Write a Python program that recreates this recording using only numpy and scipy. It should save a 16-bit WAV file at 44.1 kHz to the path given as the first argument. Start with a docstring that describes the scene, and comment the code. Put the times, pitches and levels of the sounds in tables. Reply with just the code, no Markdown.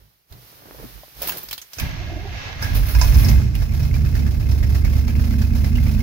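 """Inside the cab of an old truck with a door open: cloth rustles, the seat thuds, keys scratch and jingle.
The starter whines and grinds as noise and unsteady sines; struck resonances knock as its pinion goes in.
Eight cylinders cough, catch, flare up and drop into a lumpy idle: each firing rings pipes and valve covers.
A phone with two ports hears it: the bass arrives shared, the treble nearly unrelated left and right."""
import sys
import numpy as np
from scipy import signal
from scipy.fft import rfft, irfft
from scipy.io import wavfile
from scipy.ndimage import uniform_filter1d

SR = 44100
rng = np.random.default_rng(int(sys.argv[2]) if len(sys.argv) > 2 else 0)


def master_out(mix):
    """Clip the mix to full scale and print it as 16-bit PCM to the path in sys.argv[1]."""
    frames = np.transpose(np.atleast_2d(mix))
    ceiling = np.clip(frames, -1, 1)
    pcm = np.round(ceiling * 32767).astype(np.int16)
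    wavfile.write(sys.argv[1], SR, pcm)


N = 265482


def amp(db):
    """dB to gain."""
    return 10 ** (np.asarray(db, float) / 20)


def rms_one(x):
    """Scale to rms 1."""
    return x / np.sqrt(np.mean(x ** 2) + 1e-20)


def in_time(rows, silent=None):
    """Columns as straight lines in time; outside the rows they hold, or take a given value."""
    s, *columns = np.transpose(rows)
    return [np.interp(np.arange(N) / SR, s, column, silent, silent) for column in columns]


def clicks(s, sizes):
    """A train of single samples at the given moments."""
    at = np.round(np.asarray(s) * SR).astype(int)
    out = np.full(N, 1e-18)
    np.add.at(out, at[at < N], np.asarray(sizes)[at < N])
    return out


def ring(x, hz, t60):
    """A two-pole resonator: a unit click sets a sine of height 1 ringing, down 60 dB after t60 seconds."""
    r, w = amp(-60 / (t60 * SR)), 2 * np.pi * hz / SR
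    return signal.lfilter([0, np.sin(w)], [1, -2 * r * np.cos(w), r * r], x)


def fade(x, t60):
    """Each click becomes a sudden rise that dies away by 60 dB in t60 seconds."""
    return signal.lfilter([1], [1, -amp(-60 / (t60 * SR))], x)


def peaks(hz, resonances):
    """Summed power of resonances (centre [Hz], width [Hz], level [dB]) over frequency."""
    return sum(amp(2 * db) / (1 + (2 * (hz - centre) / width) ** 2) for centre, width, db in resonances)


LEFT_LAG_S = 0.000455
SHARED = 0.073   # share of power common to both ports in the wide noises


def noise(spectrum=None, resonances=(), shared=0.83, graininess_db=0.):
    """Two-port noise, rms 1: a shared part reaches the left late, the rest is each port's own."""
    hz = np.arange(N // 2 + 1) * SR / N + 1
    white = rng.standard_normal((3, N)) * amp(graininess_db * rng.standard_normal(N))
    common, left, right = rfft(white)
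    late = np.exp(-2j * np.pi * hz * LEFT_LAG_S)
    pair = np.sqrt(shared) * np.array([common * late, common])
    pair += np.sqrt(1 - shared) * np.array([left, right])
    if spectrum is None:
        # the power curve used as a gain counts every resonance twice: dark valleys
        return rms_one(irfft(pair * peaks(hz, resonances), N))
    corner_hz, corner_db = np.transpose(spectrum)
    colour = amp(np.interp(np.log(hz), np.log(corner_hz), corner_db))
    return rms_one(irfft(pair * colour * np.sqrt(1 + peaks(hz, resonances)), N))


def struck(events, modes, spread_db, rattle_s):
    """Each blow is a brief rattle that drives every mode with a strength of its own at each port."""
    s, db = np.transpose(events)[:2]
    luck = rng.standard_normal((len(s), 2, len(modes)))
    grit = rng.standard_normal((2, N))
    out = np.zeros((2, N))
    for k, (hz, level_db, t60) in enumerate(modes):
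        for port in range(2):
            blows = clicks(s, amp(db + level_db + spread_db * luck[:, port, k]))
            out[port] += ring(grit[port] * fade(blows, rattle_s), hz, t60)
    return out / np.sqrt(rattle_s * SR / np.log(1e6))   # energy of one click


# bright colour of sleeve and keys: (frequency [Hz], relative level [dB per Hz])
SWISH_COLOUR = [(250, 0), (590, 1), (1000, 2.5), (5440, 3.5), (7790, -7.5), (14100, 7.5), (16000, 0)]


def swish_noise(graininess_db=0.):
    """Noise with the bright colour that cloth and key scratches share."""
    return noise(SWISH_COLOUR, shared=SHARED, graininess_db=graininess_db)


# the driver shifts on the seat:
# (time of the peak [s], rise [s], floor thud [dB], seat bump [dB], scuff [dB])
SEAT_SHIFTS = [(0.025, 0.1, -56, -55.5, -65), (0.317, 0.0061, -44.5, -41, -51),
               (0.71, 0.18, -80, -54, -50.5), (0.84, 0.1, -43.5, -48, -45.5),
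               (0.955, 0.015, -45.5, -53, -57), (1.2, 0.046, -46, -50, -54), (1.3, 0.043, -55, -67, -37.5),
               (1.382, 0.061, -58, -59, -50), (1.5, 0.045, -47, -56.5, -76)]
SHIFT_RISE_DB, SHIFT_FALL_DB_PER_S = 10, 149
# floor and seat resonances: (centre [Hz], width before the doubling [Hz], half the peak level [dB])
FLOOR_THUD = [(53.6, 11, 0)]
SEAT_BUMP = [(117, 75, 0)]
# dull scrape of the seat: (frequency [Hz], relative level [dB per Hz])
SCUFF_COLOUR = [(88, -25), (150, -7.5), (481, -8), (1180, -12.5), (2500, -24.5), (3250, -47), (5500, -120)]
# sleeve hiss: (time [s], level [dB])
SLEEVE_LEVEL = [(0.0, -59.5), (0.27, -68), (0.31, -55), (0.48, -49), (0.64, -51), (0.836, -45.5),
                (1.142, -50), (1.215, -39), (1.222, -30.5), (1.484, -46), (1.698, -52.5), (1.8, -38),
                (1.95, -57.5)]
# knuckle on trim: (time [s], level [dB], pitch [Hz])
KNUCKLE_TAPS = [(0.683, -40, 376), (0.708, -47, 560), (0.746, -37, 490), (0.797, -33.5, 400),
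                (0.828, -34, 485), (0.839, -24, 229), (1.033, -35, 596), (1.216, -28, 533),
                (1.23, -27.5, 544), (1.244, -31.5, 554), (1.29, -27.5, 960), (1.36, -35.5, 540)]
# partials of one tap: (multiple of its pitch, signed size)
TAP_PARTIALS = ((1, 1), (1.3, -.6), (1.75, .3))
TAP_T60_S = 0.04


def driver():
    """Friction noise swishes and scuffs, low resonant noise bumps, a knuckle rings short partials."""
    t = np.arange(N) / SR
    thud, bump, scuff = np.zeros((3, N))
    for s, rise, thud_db, bump_db, scuff_db in SEAT_SHIFTS:
        swell = amp(np.where(t < s, SHIFT_RISE_DB * (t - s) / rise, SHIFT_FALL_DB_PER_S * (s - t)))
        thud += amp(thud_db) * swell
        bump += amp(bump_db) * swell
        scuff += amp(scuff_db) * swell
    out = thud * noise(None, FLOOR_THUD) + bump * noise(None, SEAT_BUMP)
    out += amp(in_time(SLEEVE_LEVEL)[0]) * swish_noise()
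    out += scuff * noise(SCUFF_COLOUR, shared=0.58, graininess_db=11.5)
    for s, db, hz in KNUCKLE_TAPS:
        tap = clicks([s], [amp(db)])
        partials = sum(size * ring(tap, hz * ratio, TAP_T60_S) for ratio, size in TAP_PARTIALS)
        out += partials * [[1], [.5]]   # half as strong on the right
    return out


# keys touch each other and the lock: (time [s], relative level [dB], colour [Hz])
KEY_SCRATCHES = [(0.3236, -42, 4220), (1.2192, -27, 14400), (1.273, -23, 15500), (1.2852, -26, 14300),
                 (1.2936, -21.5, 2830), (1.321, -25, 1610), (1.371, -30.5, 13800), (1.382, -35, 14200),
                 (1.486, -32, 4930), (1.5103, -24.5, 3200), (1.529, -23.5, 4380), (1.543, -52, 13500),
                 (1.5787, -28.5, 3550), (1.616, -34, 6500), (1.7333, -31.5, 5600), (1.7986, -20, 2610),
                 (3.552, -28, 2630)]
# now and then a key hangs free and rings on: (time [s], level [dB])
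FREE_KEYS = [(1.218, -26), (1.293, -26), (1.431, -31), (1.527, -33)]
# ringing modes of a key: (frequency [Hz], relative level [dB], t60 [s])
KEY_MODES = [(6760, -15, 0.12), (13570, -2, 0.11), (14850, -10, 0.06), (15680, 2, 0.1)]
SCRATCH_T60_S = 0.08
CRACK_DB, CRACK_T60_S = -9, 0.012   # the first instant of each touch


def keys():
    """Each touch is a crack and a short coloured scratch; a free key rings its metal modes on."""
    out = struck(FREE_KEYS, KEY_MODES, spread_db=3.5, rattle_s=0.007)
    swish = swish_noise(graininess_db=1.0)
    touch_s, touch_db = np.transpose(KEY_SCRATCHES)[:2]
    out += fade(clicks(touch_s, amp(touch_db + CRACK_DB)), CRACK_T60_S) * swish
    white = rng.standard_normal((2, N))
    n = np.arange(round(SCRATCH_T60_S * SR))
    for s, db, hz in KEY_SCRATCHES:
        at = round(s * SR) + n
        edges = np.clip([hz / 1.137, hz * 1.05], 200, 18000)
        band = signal.butter(1, edges, "band", fs=SR, output="sos")
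        tinted = signal.sosfilt(band, white[:, at])
        out[:, at] += amp(db - 6.5 - 60 * n / len(n)) * (swish[:, at] + 4.8 * tinted)
    return out


# block and manifold noise: (frequency [Hz], relative level [dB per Hz])
ROAR_COLOUR = [(150, -59), (250, -6.5), (354, -15.5), (690, -15), (775, -19), (1420, -27.5), (2140, -31.5),
               (5330, -18), (8000, -30.5), (10400, -65), (17600, -120)]
# sheet metal standing out of it: (centre [Hz], width [Hz], level [dB])
SHEET_METAL = [(1780, 1020, 11), (2326, 17, 14), (2524, 13, 18.5)]


def block_roar(graininess_db=0.):
    """Broad metal noise, coloured by block, manifold and the resonances of sheet metal."""
    return noise(ROAR_COLOUR, SHEET_METAL, SHARED, graininess_db)


# starter noise: (time [s], body hum [dB], gear noise [dB])
STARTER_LEVEL = [(1.77, -39, -52), (1.794, -40, -45), (1.822, -18, -34.5), (1.874, -26, -38),
                 (2.232, -30.5, -44), (2.464, -31.5, -34.5), (2.55, -36, -40.5), (2.66, -21, -35.5),
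                 (2.9, -27, -46.5)]
# gear noise colour: (frequency [Hz], relative level [dB per Hz])
GEAR_COLOUR = [(120, -33), (200, -23), (488, -3.5), (660, -1), (1350, -5.5), (2150, -1.5), (6140, -12),
               (9000, -42), (11700, -81)]
# body shaken by the starter: (centre [Hz], width before the doubling [Hz], half the peak level [dB])
BODY_HUM = [(57.6, 48, 4.5), (97, 29, 2.5), (166, 93, -5.5), (254, 28, -5)]
# gear whine, rising with the crank and sagging at each compression:
# (time [s], mean pitch [Hz], relative level [dB])
GEAR_WHINE = [(1.82, 280.4, -41), (1.93, 324, -47), (2.18, 342.3, -34), (2.24, 406.4, -37.5),
              (2.32, 361.6, -39.5), (2.41, 430.6, -55), (2.51, 394, -40.5), (2.58, 490, -56)]
# whine partials: (multiple of the pitch, relative level [dB])
WHINE_PARTIALS = [(1, -7), (2, -5)]
# the starter whines while it is engaged
ENGAGE_S, RELEASE_S, WHINE_EDGE_S = 1.8, 2.62, .1
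# pinion knocks on the ring gear: (time [s], relative level [dB])
PINION_KNOCKS = [(1.7843, -15.5), (2.6258, -16.5), (2.9497, -16), (3.0133, -10), (3.0414, -21), (3.09, -27),
                 (3.143, -17.5), (3.176, -25), (3.246, -18), (3.2846, -17)]
# housing modes they excite: (frequency [Hz], relative level [dB], t60 [s])
HOUSING_MODES = [(1005, -7.5, 0.05), (1650, -6, 0.03), (2170, -10, 0.02), (2500, -0.5, 0.02),
                 (5250, 6, 0.008), (6070, 2.5, 0.008)]
KNOCK_RATTLE_S = 0.1
CLANK_S, CLANK_HZ, CLANK_DB = 2.622, 1655, -45   # the first firing kicks the pinion


def starter():
    """Meshing gears whine as unsteady sines and grind as noise; the body hums, the pinion knocks."""
    t = np.arange(N) / SR
    whine_hz, whine_db = in_time(GEAR_WHINE)
    engaged = np.clip(np.minimum(t - ENGAGE_S, RELEASE_S - t) / WHINE_EDGE_S, 0, 1)
    wobble = rms_one(signal.lfilter([1], [1, -.99], rng.standard_normal(N)))
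    phase = 2 * np.pi * np.cumsum(whine_hz * (1 + .07 * wobble)) / SR
    whine = np.zeros(N)
    for multiple, db in WHINE_PARTIALS:
        # the mesh stutters: every partial comes and goes by itself
        stutter = .6 + rms_one(fade(fade(rng.standard_normal(N), .03), .03))
        whine += engaged * amp(whine_db + db) * stutter * np.sin(multiple * phase)
    hum_db, gear_db = in_time(STARTER_LEVEL, -120)
    teeth = [(1654, 21, 11.2), (2130, 18, 7.5), (2656, 14, 9.1)]   # (centre [Hz], width [Hz], level [dB])
    grind = amp(gear_db) * noise(GEAR_COLOUR, teeth, SHARED, graininess_db=4.5)
    hum = amp(hum_db) * noise(None, BODY_HUM)
    s, db = np.transpose(PINION_KNOCKS)
    crash = fade(clicks(s, amp(db - 27.5)), 0.89) * block_roar()
    knocks = amp(-10.5) * struck(PINION_KNOCKS, HOUSING_MODES, spread_db=6.0, rattle_s=KNOCK_RATTLE_S)
    kick = fade(clicks([CLANK_S], [amp(CLANK_DB)]), 0.3) * rng.standard_normal((2, N))
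    clank = ring(kick, CLANK_HZ, 0.04)
    return clank + whine + grind + hum + crash + knocks


# crank speed, from the start of a four-stroke cycle: (time [s], speed [rpm])
CRANK_SPEED = [(2.28, 531.4), (2.813, 473.9), (3.366, 1051.9), (3.5, 850.9), (3.62, 556.4), (3.9, 559.2),
               (4.17, 541.9), (4.32, 497.6), (4.55, 517.9), (5.1, 531.0), (5.4, 531.6), (5.75, 541.5)]


def crank_cycles():
    """Four-stroke cycles (two turns each) gone by at every sample."""
    running = np.arange(N) >= CRANK_SPEED[0][0] * SR
    return np.cumsum(running * in_time(CRANK_SPEED)[0]) / (120 * SR)


# level of the 200-260 Hz boom and of two high idle tones: (time [s], level [dB])
HIGH_BOOM_LEVEL = [(2.5, -52), (3.3, -4), (4.8, -9), (5.2, 1), (6, 0.5)]


def high_boom_gain():
    """Gain of the upper boom and of the two idle tones that move with it."""
    return amp(in_time(HIGH_BOOM_LEVEL)[0])


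# level of the steady idle tones: (time [s], level [dB])
TONE_LEVEL = [(3.4, -5), (3.8, -4.5), (4.1, -1.5), (4.5, 3), (6.1, -3)]


def tone_gain():
    """Gain of the steady idle tones."""
    return amp(in_time(TONE_LEVEL, -120)[0])


# cylinders in firing order:
# (exhaust pulse [dB], mean lateness [ms], valve puff [dB], tappet tick [dB]), all levels relative
CYLINDERS_IN_ORDER = [(-4, -1.2, -3.5, 0), (0.5, 0.82, -7, -9), (-6, 0.32, -4.5, -4),
                      (0.6, 0.075, -6.5, -9), (-9, 1, -4, -4), (-21, -3.4, -7, -12), (-2.5, 0.95, -9, -2),
                      (0, -1.68, -8, -21)]


def firings(cycles):
    """Moments of the firings, eight in a cycle, and the four table columns for each."""
    s = (np.flatnonzero(np.diff(np.floor(8 * cycles))) + 1) / SR
    return s, np.transpose(CYLINDERS_IN_ORDER)[:, np.arange(1, len(s) + 1) % 8]


# pipes and cab booming: (frequency [Hz], relative level [dB], t60 [s])
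PIPE_MODES = [(45.1, -1, 0.36), (61.3, 3.2, 0.15), (66.86, 1, 0.22), (94.4, -6, 0.23), (119.9, -12.5, 0.41),
              (143.8, -16.5, 0.3), (213.56, -18, 0.7), (243.7, -18.5, 0.52)]
# strength of the exhaust beat: (time [s], level [dB])
EXHAUST_LEVEL = [(2.56, -35), (2.75, -25.5), (2.96, -18.5), (3.29, -8.5), (3.53, -17), (4.2, -12),
                 (4.74, -10.5), (6.1, -12.5)]
# uneven burning heard through the floor: (centre [Hz], width before the doubling [Hz], half the level [dB])
FLOOR_RUMBLE = [(68, 43, -9.5), (165, 40, -8.5), (224, 125, -5.5), (347, 590, -15)]
RUMBLE_DB = -23   # against the exhaust beat


def exhaust(firing_s, pulse_db, late_ms):
    """Every firing thumps the pipe and cab modes; noise through the floor adds the rumble."""
    exhaust_gain = amp(in_time(EXHAUST_LEVEL, -120)[0])
    # cold cylinders burn unevenly: strength and timing scatter
    luck = rng.standard_normal((2, len(firing_s)))
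    pulses = clicks(firing_s + (late_ms + .4 * luck[0]) / 1000, amp(pulse_db + 1.5 * luck[1]))

    def boom_of(modes):
        """Modes ring from the same pulses with alternating sign."""
        return sum((-1) ** k * amp(db) * ring(pulses, hz, t60) for k, (hz, db, t60) in enumerate(modes))

    band = signal.butter(4, [38, 420], "band", fs=SR, output="sos")
    boom = signal.sosfilt(band, boom_of(PIPE_MODES[:6]) + high_boom_gain() * boom_of(PIPE_MODES[6:]))
    # strength follows the level table, not the pulse rate
    boom /= np.sqrt(uniform_filter1d(boom ** 2, size=SR // 2) + 1e-9)
    # even burning turns thumps into tones
    boom *= exhaust_gain * (1 - .6 * np.clip(tone_gain(), 0, 1))
    return boom + exhaust_gain * amp(RUMBLE_DB) * noise(None, FLOOR_RUMBLE, 0.69)


# the first turns of the crank cough out air one by one: (time [s], relative level [dB])
AIR_COUGHS = [(2.62, -37.5), (2.75, -29), (2.865, -41)]
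COUGH_T60_S, COUGH_ROAR_DB = 0.19, -5


def coughs():
    """Envelope of the coughs: an 8 ms rise, then a decay."""
    s, db = np.transpose(AIR_COUGHS)
    return uniform_filter1d(fade(clicks(s, amp(db)), COUGH_T60_S), size=350)


# throttle opens for the start, shuts as the revs fall, rests at idle:
# (time [s], level of the air drawn over idle [dB])
THROTTLE_AIR = [(2.6, -1), (2.85, 7.5), (2.9, 14.5), (3.3, 15.5), (3.52, -14), (3.6, 1.5), (4.35, -2),
                (4.5, 1), (6.1, 2)]
# wandering delay of the ticks and puffs: (time [s], delay [ms])
VALVE_DELAY = [(3.62, 7), (3.83, 17), (4.27, 5), (5.42, 18), (5.9, 15)]
# valve gear ticking in its covers: (frequency [Hz], relative level [dB], t60 [s])
COVER_MODES = [(1700, -6, 0.02), (2130, -2, 0.02), (2520, 0, 0.012), (5250, -4, 0.012), (6100, -8, 0.008)]
IDLE_HISS_DB, IDLE_CLATTER_DB = -49.5, -45
CLATTER_FOLLOWS = 0.5   # share of the throttle's swing
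TICKS_DB = 9   # against the clatter
SPIT_DB, SPIT_T60_S = 10, 0.0059   # a bright spit of air once a turn, against the hiss


def valve_gear(firing_s, puff_db, tick_db, roar, air):
    """For every firing a puff swells roar and hiss, a valve seats and a tappet ticks in the covers."""
    throttle_db = in_time(THROTTLE_AIR, -120)[0]
    clatter_gain = amp(IDLE_CLATTER_DB + CLATTER_FOLLOWS * throttle_db)
    luck = rng.standard_normal((3, len(firing_s)))
    valve_s = firing_s + np.interp(firing_s, *np.transpose(VALVE_DELAY)) / 1000
    puffs = 0.08 + fade(fade(clicks(valve_s, amp(puff_db + 3 * luck[0])), 0.2), 0.03) / 65
    puffs /= np.sqrt(uniform_filter1d(puffs ** 2, size=SR // 3))   # even out the level
    tick_s = valve_s + .011 + .0015 * luck[1]
    blows = np.c_[np.r_[valve_s, tick_s], np.r_[puff_db, tick_db]]
    ticks = clatter_gain * amp(TICKS_DB) * struck(blows, COVER_MODES, spread_db=4, rattle_s=.045)
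    spits = fade(clicks(valve_s[3::4], amp(SPIT_DB + 2 * luck[2, 3::4])), SPIT_T60_S)
    spits *= np.arange(N) > VALVE_DELAY[0][0] * SR   # only once idling
    cough = coughs()
    hiss = (amp(IDLE_HISS_DB + throttle_db) * (puffs + spits) + cough) * air
    clatter = (clatter_gain * puffs + amp(COUGH_ROAR_DB) * cough) * roar
    return clatter + ticks + hiss


# first catches: a few strong firings in a row make the cab boom
# (time [s], length [s], pitch [Hz], peak level [dB])
CAB_CATCHES = [(2.694, 0.16, 47.3, -13), (2.934, 0.11, 58, -8), (3.069, 0.063, 50.1, -3),
               (3.135, 0.06, 67, -4.5)]


def catches():
    """Swelling and fading sines at the cab's low resonance."""
    out = np.zeros(N)
    for s, length, hz, db in CAB_CATCHES:
        t = np.arange(round(length * SR)) / SR
        swell = np.sin(np.pi * t / length) ** .5
        out[round(s * SR):][:len(t)] += amp(db) * swell * np.sin(2 * np.pi * hz * t)
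    return out


# steady tones of the idle: (multiple of the cycle rate, relative level [dB])
IDLE_ORDERS = [(10, -33), (11, -78), (13, -32), (14, -34), (15, -40), (16, -22), (22, -32.5), (26, -28)]
# a tone that sings when the idle runs fast
SURGE_MULTIPLE, SURGE_DB, SURGE_RPM, SURGE_DB_PER_RPM = 32, -34.5, 536.5, 0.59
HIGH_MULTIPLE, HIGH_TONE_DB = 48, -39   # the highest idle tone


def idle_tones(cycles):
    """Even burning sounds as cosines locked to multiples of the four-stroke cycle."""
    angle = 2 * np.pi * cycles
    steady, high_boom = tone_gain(), high_boom_gain()
    tones = np.zeros(N)
    for multiple, db in IDLE_ORDERS:
        # the pipes delay each tone differently, so their crests do not pile up
        tones += amp(db) * steady * np.cos(multiple * (angle - .7 + .11 * multiple))
    fast_rpm = np.clip(in_time(CRANK_SPEED)[0] - SURGE_RPM, -40, 25)
    surging = np.arange(N) > TONE_LEVEL[1][0] * SR   # from the second row on
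    surge_gain = surging * amp(SURGE_DB + SURGE_DB_PER_RPM * fast_rpm) * high_boom
    tones += surge_gain * np.cos(SURGE_MULTIPLE * angle)
    tones += amp(HIGH_TONE_DB) * steady * high_boom * np.cos(HIGH_MULTIPLE * angle)
    return tones


# the loudest clacks of the idle, one on most crank turns: (time [s], relative level [dB], colour [Hz])
IDLE_CLACKS = [(3.618, -33.5, 1720), (3.7197, -35.5, 2380), (3.829, -33, 5500), (3.9387, -31, 2360),
               (4.0474, -35, 1720), (4.1505, -30, 1800), (4.19, -33.5, 2200), (4.263, -31.5, 1740),
               (4.3974, -53, 1670), (4.5123, -31.5, 5310), (4.6272, -29.5, 1900), (4.7453, -33, 1830),
               (4.846, -26.5, 2190), (4.9644, -37, 2500), (5.0777, -28.5, 2330), (5.195, -34.5, 1620),
               (5.3057, -32.5, 2080), (5.416, -30.5, 1660), (5.6426, -29.5, 2070), (5.7533, -30, 2820),
               (5.5324, -39, 2230), (5.864, -32, 2300), (5.978, -38, 1810)]
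CLACK_T60_S, CLACK_RISE_S = .1, .003
CLACK_RING_DB, CLACK_ROAR_DB, CLACK_AIR_DB = -6.5, -8.5, -19.5


def clacks(roar, air):
    """Each clack is a burst of block noise and air with a rattling ring of its own colour."""
    s, db, hz = np.transpose(IDLE_CLACKS)
    hits = fade(clicks(s + CLACK_RISE_S / 2, amp(db)), CLACK_T60_S)
    bursts = uniform_filter1d(hits, size=round(CLACK_RISE_S * SR))
    out = bursts * (amp(CLACK_ROAR_DB) * roar + amp(CLACK_AIR_DB) * air)
    out = np.pad(out, ((0, 0), (0, SR)))   # room for the last ring
    n, white = np.arange(round(CLACK_T60_S * SR)), rng.standard_normal((2, N + SR))
    for start, level_db, colour_hz in zip(np.round(s * SR).astype(int), db, hz):
        rattle = rms_one(ring(white[:, start + n], colour_hz, 0.02))
        out[:, start + n] += amp(level_db + CLACK_RING_DB - 60 * n / len(n)) * rattle
    return out[:, :N]


# air and belts: (frequency [Hz], relative level [dB per Hz])
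AIR_COLOUR = [(4410, 29), (7500, -14), (9100, 27), (9940, 30.5), (15700, 36.5), (16500, -32.5)]


def engine():
    """One crank clock drives exhaust, valve gear and tones; clacks share the roar and the air."""
    cycles = crank_cycles()
    firing_s, (pulse_db, late_ms, puff_db, tick_db) = firings(cycles)
    roar = block_roar(graininess_db=2.0)
    air = noise(AIR_COLOUR, shared=SHARED)
    out = exhaust(firing_s, pulse_db, late_ms) + valve_gear(firing_s, puff_db, tick_db, roar, air)
    return out + catches() + idle_tones(cycles) + clacks(roar, air)


def scene():
    """All sources at the two ports."""
    return driver() + keys() + starter() + engine()


LEFT_BASS_CUT_HZ, LEFT_DB = 58, -2.5
MIC_TOP_HZ, CUTOFF_HZ = 15800, 17167
# a standing wave delays the left port until the phone turns
CAB_HZ, CAB_WIDTH_HZ, TURN_S, TURN_LENGTH_S = 250.5, 33.3, 4.64, 0.5


def record(dry):
    """An all-pass delays the left, which is quieter and loses bass; peaks are rounded, the top is cut."""
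    r = np.exp(-np.pi * CAB_WIDTH_HZ / SR)
    poles = [1, -2 * r * np.cos(2 * np.pi * CAB_HZ / SR), r * r]
    turned = np.clip((np.arange(N) / SR - TURN_S) / TURN_LENGTH_S, 0, 1)
    left = turned * dry[0] + (1 - turned) * signal.lfilter(poles[::-1], poles, dry[0])
    left = amp(LEFT_DB) * signal.lfilter(*signal.butter(1, LEFT_BASS_CUT_HZ, "high", fs=SR), left)
    both = np.tanh(np.array([left, dry[1]]) * amp(3.5))
    both = signal.sosfilt(signal.ellip(8, .5, 45, MIC_TOP_HZ, fs=SR, output="sos"), both)
    return signal.sosfilt(signal.cheby2(12, 70, CUTOFF_HZ, fs=SR, output="sos"), both)


dry = scene()
out = record(dry)
master_out(out)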